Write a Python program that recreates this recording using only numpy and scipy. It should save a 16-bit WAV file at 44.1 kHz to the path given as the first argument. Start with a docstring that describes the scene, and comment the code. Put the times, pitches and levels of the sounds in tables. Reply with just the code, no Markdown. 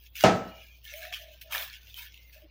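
"""A spatula scrapes through setting, sticky caramel in a glass dish: friction hiss with grains of stick and slip.
The rubbed dish sings in narrow unsteady tones; cracking caramel ticks as short damped rings with noise snaps.
One hard knock on the worktop sums a crack, ringing modes and the boom of a tiled kitchen.
A fridge hums as wavering sines over faint room air, which is shaped noise.
The phone's noise suppressor ducks each band that sinks near its background."""
import sys
import numpy as np
from scipy import signal
from scipy.fft import rfft, irfft, next_fast_len
from scipy.io import wavfile
from scipy.ndimage import uniform_filter1d, map_coordinates

SR = 44100
rng = np.random.default_rng(int(sys.argv[2]) if len(sys.argv) > 2 else 0)


def bounce(signal):
    """Save signal as a 16-bit WAV file at the path given by the first command-line argument."""
    frames = np.transpose(np.atleast_2d(signal))
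    limited = np.clip(frames, -1, 1)
    pcm = np.round(limited * 32767).astype(np.int16)
    wavfile.write(sys.argv[1], SR, pcm)


def gain_from_db(level_db):
    """Convert decibel levels to linear amplitude factors (20 dB per decade)."""
    decades = np.asarray(level_db, float) / 20
    return 10 ** decades


N = 110250
STFT = dict(fs=SR, nperseg=1024, noverlap=768)


def unit(x):
    """Scales to rms 1."""
    return x / np.sqrt(np.mean(x ** 2) + 1e-20)


def along(points, hz):
    """Interpolates (frequency [Hz], value) points on a log frequency axis."""
    point_hz, value = np.transpose(points)
    return np.interp(np.log(hz + 1), np.log(point_hz + 1), value)


def curves(rows):
    """One value per sample for each column after the time."""
    time_s, *columns = np.transpose(rows)
    return [np.interp(np.arange(N) / SR, time_s, column) for column in columns]


def wobble(knots_per_s):
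    """Smooth random curve through Gaussian knots."""
    knots = rng.standard_normal(int(N * knots_per_s / SR) + 4)
    return map_coordinates(knots, [np.arange(N) * knots_per_s / SR])


def noise_band_limit(x, kind_order, hz):
    """Butterworth high-pass of the given order."""
    return signal.sosfilt(signal.butter(kind_order, hz, 'high', fs=SR, output='sos'), x)


def filtered(x, response):
    """Multiplies the spectrum by a response of frequency."""
    m = next_fast_len(len(x) + SR // 2)
    return irfft(rfft(x, m) * response(np.fft.rfftfreq(m, 1 / SR)), m)[:len(x)]


def coloured(x, spectrum):
    """Filters through (frequency [Hz], level [dB]) points."""
    return filtered(x, lambda hz: gain_from_db(along(spectrum, hz)))


def add(out, start_s, x):
    """Mixes x in at a time, cut at the end of out."""
    part = out[round(start_s * SR):][:len(x)]
    part += x[:len(part)]


# scraping strokes: (time [s], level [dB], treble level [dB], low edge [Hz])
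STROKES = [(0, -66, -60, 2000), (.07, -54.5, -60.5, 1700), (.1, -80, -68, 2300), (.145, -68, -65.5, 2300),
           (.157, -44, -46.5, 1900), (.21, -38.5, -45, 1400), (.236, -44, -47.5, 1200),
           (.3, -58, -64.5, 1900), (.65, -59.5, -64, 2100), (.835, -63.5, -68, 2300),
           (.843, -62, -54, 1750), (.9, -46, -63.5, 1700), (.97, -52.5, -48.5, 1500),
           (1.05, -47.5, -57, 1300), (1.121, -58, -68, 1500), (1.126, -43, -57, 1200),
           (1.17, -45.5, -52.5, 1400), (1.25, -57, -63.5, 2000), (1.41, -63.5, -69.5, 2300),
           (1.414, -48, -47, 1600), (1.445, -64, -63.5, 1900), (1.497, -54.5, -66, 900),
           (1.515, -42, -45, 800), (1.525, -38, -38, 700), (1.6, -39, -38, 550), (1.66, -49, -48.5, 600),
           (1.75, -52.5, -65, 1692), (1.84, -62, -64, 2200), (1.87, -54.5, -62, 2000),
           (1.95, -57, -62.5, 2000), (1.975, -47, -47, 1300), (2.05, -49, -53.5, 1400),
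           (2.1, -58.5, -67.5, 2000), (2.322, -66, -64.5, 2100), (2.33, -53, -57, 1500),
           (2.42, -67.5, -67, 1100), (2.5, -70, -80, 1200)]
# friction spectrum, main part: (frequency [Hz], relative level [dB])
RUB_BODY = [(600, 4.5), (1450, 0.5), (2000, -6), (2600, 4), (3130, 2), (4600, -6.5), (6320, -6.5),
            (8500, -25.5)]
# friction spectrum, treble part: (frequency [Hz], relative level [dB])
RUB_TREBLE = [(7000, -20), (10000, -11.5), (13500, -8), (15100, 6), (16000, -16), (16300, -32.5)]
# dish resonances: (frequency [Hz], width [Hz], relative level [dB])
DISH_MODES = [(1760, 120, 3), (2194, 75, 2.5), (3350, 300, -17)]
DISH_DB = 2  # added to every dish resonance
GRAINS_PER_S, GRAIN_SPREAD_DB, GRAIN_T60_S, GRAIN_DB = 510, 3.5, 0.003, -2.5
STREAK_DB = 4.5


def dish_response(hz):
    """Direct path plus the band-pass resonances of the glass."""
    modes = sum(gain_from_db(db) * 1j * hz * width_hz / (mode_hz ** 2 - hz ** 2 + 1j * hz * width_hz)
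                for mode_hz, width_hz, db in DISH_MODES)
    return 1 + gain_from_db(DISH_DB) * modes


def stick_slip_grains():
    """Noise bursts at random times: sticking and letting go."""
    size = gain_from_db(GRAIN_SPREAD_DB * np.clip(rng.standard_normal(N), -2, 2))
    hits = size * (rng.random(N) < GRAINS_PER_S / SR)
    decay = gain_from_db(-60 * np.arange(300) / SR / GRAIN_T60_S)
    return signal.fftconvolve(hits, decay)[:N] * rng.standard_normal(N)


def scraping():
    """Stick-slip grains over streaky friction hiss, through the dish, with a moving low edge."""
    level_db, treble_db, low_hz = curves(STROKES)
    rub = rng.standard_normal(N) + gain_from_db(GRAIN_DB) * unit(stick_slip_grains())
    rub = rub * gain_from_db(1.5 * wobble(39.89))
    hz, t, z = signal.stft(filtered(coloured(rub, RUB_BODY), dish_response), **STFT)
    streaks = uniform_filter1d(rng.standard_normal(z.shape), size=5, axis=0)
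    streaks = unit(uniform_filter1d(streaks, size=6, axis=1))
    edge_hz = np.interp(t, np.arange(N) / SR, low_hz)
    low_cut = 1 + (edge_hz / (hz[:, None] + 1)) ** 8
    body = unit(signal.istft(z * gain_from_db(STREAK_DB * streaks) / low_cut, **STFT)[1][:N])
    return gain_from_db(level_db) * body + gain_from_db(treble_db) * unit(coloured(rub, RUB_TREBLE))


# dish tones: (start [s], length [s], pitch [Hz], level [dB], quiver rate [knots/s])
DISH_TONES = [(0.851, 0.11, 1746, -56.5, 109.2), (0.918, 0.16, 620, -49.5, 69.94),
              (1.01, .16, 665, -51, 117.8), (1.185, 0.2, 624, -58.5, 100.1), (1.428, 0.17, 608, -61, 91),
              (2.349, 0.15, 605, -61, 90), (2.429, 0.069, 325, -57.5, 60.3),
              (1.314, 0.12, 1560, -70.5, 39.1), (1.693, 0.24, 1485, -68, 120.1),
              (1.969, 0.091, 986, -64, 139.4), (1.973, 0.16, 1518, -66.5, 150.3),
              (2.158, 0.19, 2090, -67.5, 70.1), (0.446, 0.26, 2890, -57.5, 130.9),
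              (0.506, 0.31, 2393, -60.5, 197.3), (0.604, 0.14, 1680, -71, 100.2)]
SING_STEADY, SING_EDGE_S, SING_FADE = 0.4, 0.012, 0.3  # steady part, rise, faded share of length
SING_DRIFT_HZ, SING_DRIFT_KNOTS_PER_S = 14, 14


def singing():
    """Rubbed dish: narrow tones, random in amplitude and phase, swell and fade under the blade."""
    out, t = np.zeros(N), np.arange(N) / SR
    for start_s, length_s, hz, db, knots_per_s in DISH_TONES:
        quiver = wobble(knots_per_s) + 1j * wobble(knots_per_s)
        rise = (t - start_s) / SING_EDGE_S
        fade = (start_s + length_s - t) / (SING_FADE * length_s)
        shape = np.clip(np.minimum(rise, fade), 0, 1)
        cycles = np.cumsum(hz + SING_DRIFT_HZ * wobble(SING_DRIFT_KNOTS_PER_S)) / SR
        tone = np.imag((SING_STEADY + quiver) * np.exp(2j * np.pi * cycles))
        out += gain_from_db(db) * shape * unit(tone)
    return out


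# kitchen decay: (frequency [Hz], t60 [s])
KITCHEN_T60 = [(150, 0.64), (560, 0.52), (1470, 0.6), (3880, 0.44), (10200, 0.5)]


def room_tail():
    """Fresh noise tail of energy 1, each frequency dying at its own speed."""
    hz, t, z = signal.stft(rng.standard_normal(SR * 3 // 4), SR, nperseg=256)
    decay = gain_from_db(-60 * t / along(KITCHEN_T60, hz)[:, None])
    tail = signal.istft(z * decay, SR, nperseg=256)[1]
    return tail / np.linalg.norm(tail)


# cracking caramel: (time [s], direct peak [dB], pitch [Hz])
CRACKLES = [(0.0638, -44.5, 3320), (0.1549, -34.5, 2400), (0.8526, -36, 3090), (0.881, -40, 3550),
            (0.9386, -28, 2230), (1.0523, -31, 1800), (1.1255, -32, 1800), (1.1443, -24, 3100),
            (1.4125, -46, 2900), (1.5265, -27, 2400), (1.5332, -24, 2500), (1.5495, -20, 1750),
            (1.5802, -23, 3600), (1.6248, -26, 3300), (1.6995, -37, 4300), (1.9428, -31, 3190),
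            (2.143, -38, 2750), (2.2975, -48, 2070), (2.3292, -52, 2660)]
TICK_T60_S, SNAP_T60_S, SNAP_DB = 0.011, 0.0084, -5
TICK_ROOM_DB, TICK_ROOM_DELAY_S = -4, 0.003


def ticks():
    """Cracking caramel: short damped ring with a noise snap, answered by the room."""
    out, t = np.zeros(N), np.arange(1500) / SR
    for start_s, db, hz in CRACKLES:
        snap = rng.standard_normal(len(t)) * gain_from_db(-60 * t / SNAP_T60_S)
        snap = coloured(snap, RUB_BODY[1:] + RUB_TREBLE[1:])
        ring = np.sin(2 * np.pi * hz * t) * gain_from_db(-60 * t / TICK_T60_S)
        tick = noise_band_limit(ring + gain_from_db(SNAP_DB) * snap / np.abs(snap).max(), 4, 0.8 * hz)
        tick = gain_from_db(db) * tick / np.abs(tick).max()
        add(out, start_s, tick)
        answer = signal.fftconvolve(tick, room_tail())
        add(out, start_s + TICK_ROOM_DELAY_S, gain_from_db(TICK_ROOM_DB) * answer)
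    return out


# worktop modes: (frequency [Hz], relative level [dB], t60 [s])
WORKTOP_MODES = [(187.1, -4, .56), (243, -11, 0.52), (393, -4, 0.33), (672, 11.5, 0.045), (646, -7, 0.61),
                 (735, -2.5, 0.3), (803, -4.5, .41), (1278, -6.5, 0.402), (1307.6, -5.5, 0.55),
                 (2783, 2.5, .03)]
# knock as the room returns it: (frequency [Hz], relative level [dB])
BOOM_SPECTRUM = [(60, -20.5), (100, -4), (170, -3.5), (310, -6.5), (495, -3.5), (721, -0.5), (1070, -15),
                 (1400, -13.5), (6380, -27.5), (8000, -37), (16300, -61)]
KNOCK_S, RING_DB, CRACK_DB, CRACK_T60_S, BOOM_DB = 0.2384, -18.5, -13.5, 0.0042, -16
SWELL_CYCLES_PER_S = 5  # mode rise, in cycles per second of its t60
BOOM_RISE_S, EARLY_DB, EARLY_T60_S = 0.0041, 4, 0.33  # first reflections stand over the tail


def worktop_ring(t):
    """Damped modes with wandering phase, each taking some cycles to swell."""
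    ring = 0
    for hz, db, t60_s in WORKTOP_MODES:
        swell = 1 - np.exp(-t * hz / np.clip(SWELL_CYCLES_PER_S * t60_s, .1, 9))
        phase = 2 * np.pi * hz * t + 0.24 * wobble(15)[:len(t)]
        ring = ring + gain_from_db(db - 60 * t / t60_s) * np.sin(phase) * swell
    return ring


def room_boom(t):
    """Coloured room tail that fills in, with stronger early reflections."""
    boom = coloured(np.pad(room_tail(), (0, 999)), BOOM_SPECTRUM)[:len(t)]
    boom = boom * (1 - np.exp(-t / BOOM_RISE_S))
    boom = boom * (1 + gain_from_db(EARLY_DB - 60 * t / EARLY_T60_S))
    return boom / np.std(boom[:SR // 20])


def knock():
    """Hard impact: noise crack, ringing worktop and room boom, high-passed at 70 Hz."""
    out, t = np.zeros(N), np.arange(SR * 3 // 4) / SR
    ring = gain_from_db(RING_DB) * worktop_ring(t)
    crack = coloured(rng.standard_normal(len(t)), [(300, -13.0), (1500, -4), (6400, 3.5), (8000, -25.0)])
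    crack = gain_from_db(CRACK_DB - 60 * t / CRACK_T60_S) * unit(crack)
    add(out, KNOCK_S, ring + crack + gain_from_db(BOOM_DB) * room_boom(t))
    return noise_band_limit(out, 2, 70)


# fridge hum: (frequency [Hz], mean rms level [dB])
FRIDGE_HUM = [(43.1, -80), (59.2, -56.5)]
HUM_WAVER_DB, HUM_WAVER_RAD = 0.1, 0.2135


def fridge():
    """Steady sines, slightly unsteady in level and phase."""
    t, hum = np.arange(N) / SR, np.zeros(N)
    for hz, db in FRIDGE_HUM:
        level = np.sqrt(2) * gain_from_db(db + HUM_WAVER_DB * wobble(4.3))
        hum += level * np.sin(2 * np.pi * hz * t + HUM_WAVER_RAD * wobble(4.1))
    return hum


# room air spectrum: (frequency [Hz], relative level [dB])
AIR_SPECTRUM = [(40, -13), (110, -0.5), (250, -9), (700, -15), (1500, -20), (2100, -24), (2600, -29),
                (4560, -29.5), (7840, -45.5), (12000, -47), (15500, -32), (16300, -48)]
AIR_DB, AIR_WAVER_DB = -61, 0.47


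def room_air():
    """Shaped noise with a slowly wavering level."""
    air = unit(coloured(rng.standard_normal(N), AIR_SPECTRUM))
    return gain_from_db(AIR_DB + AIR_WAVER_DB * wobble(0.73)) * air


def scene():
    """Sums all sources into one channel."""
    return (scraping() + singing() + ticks() + knock() + fridge() + room_air())[None]


# suppressor threshold: (frequency [Hz], level [dB per bin])
GATE_THRESHOLD = [(150, -57.5), (600, -77.5), (1300, -77.5), (2500, -94.5)]
GATE_DEPTH_DB, GATE_FROM_HZ = -13, 120


def suppressed(mono):
    """Noise suppressor: turns down bands whose smoothed power falls under the threshold."""
    hz, _, z = signal.stft(mono, **STFT)
    power = uniform_filter1d(np.abs(z) ** 2, size=5, axis=0)
    power = uniform_filter1d(power, size=5, axis=1)
    ratio = np.abs(power) / gain_from_db(along(GATE_THRESHOLD, hz))[:, None] ** 2
    gain = np.where(hz[:, None] < GATE_FROM_HZ, 1, gain_from_db(GATE_DEPTH_DB / (1 + ratio ** 2)))
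    return signal.istft(z * gain, **STFT)[1][None, :N]


def top_cut(x):
    """Nothing passes above the cut-off."""
    return signal.sosfilt(signal.butter(12, 16820, fs=SR, output="sos"), x)


def record(dry):
    """The phone: suppresses noise and returns the finished mix."""
    mix = suppressed(dry[0])
    return top_cut(mix)


dry = scene()
out = record(dry)
bounce(out)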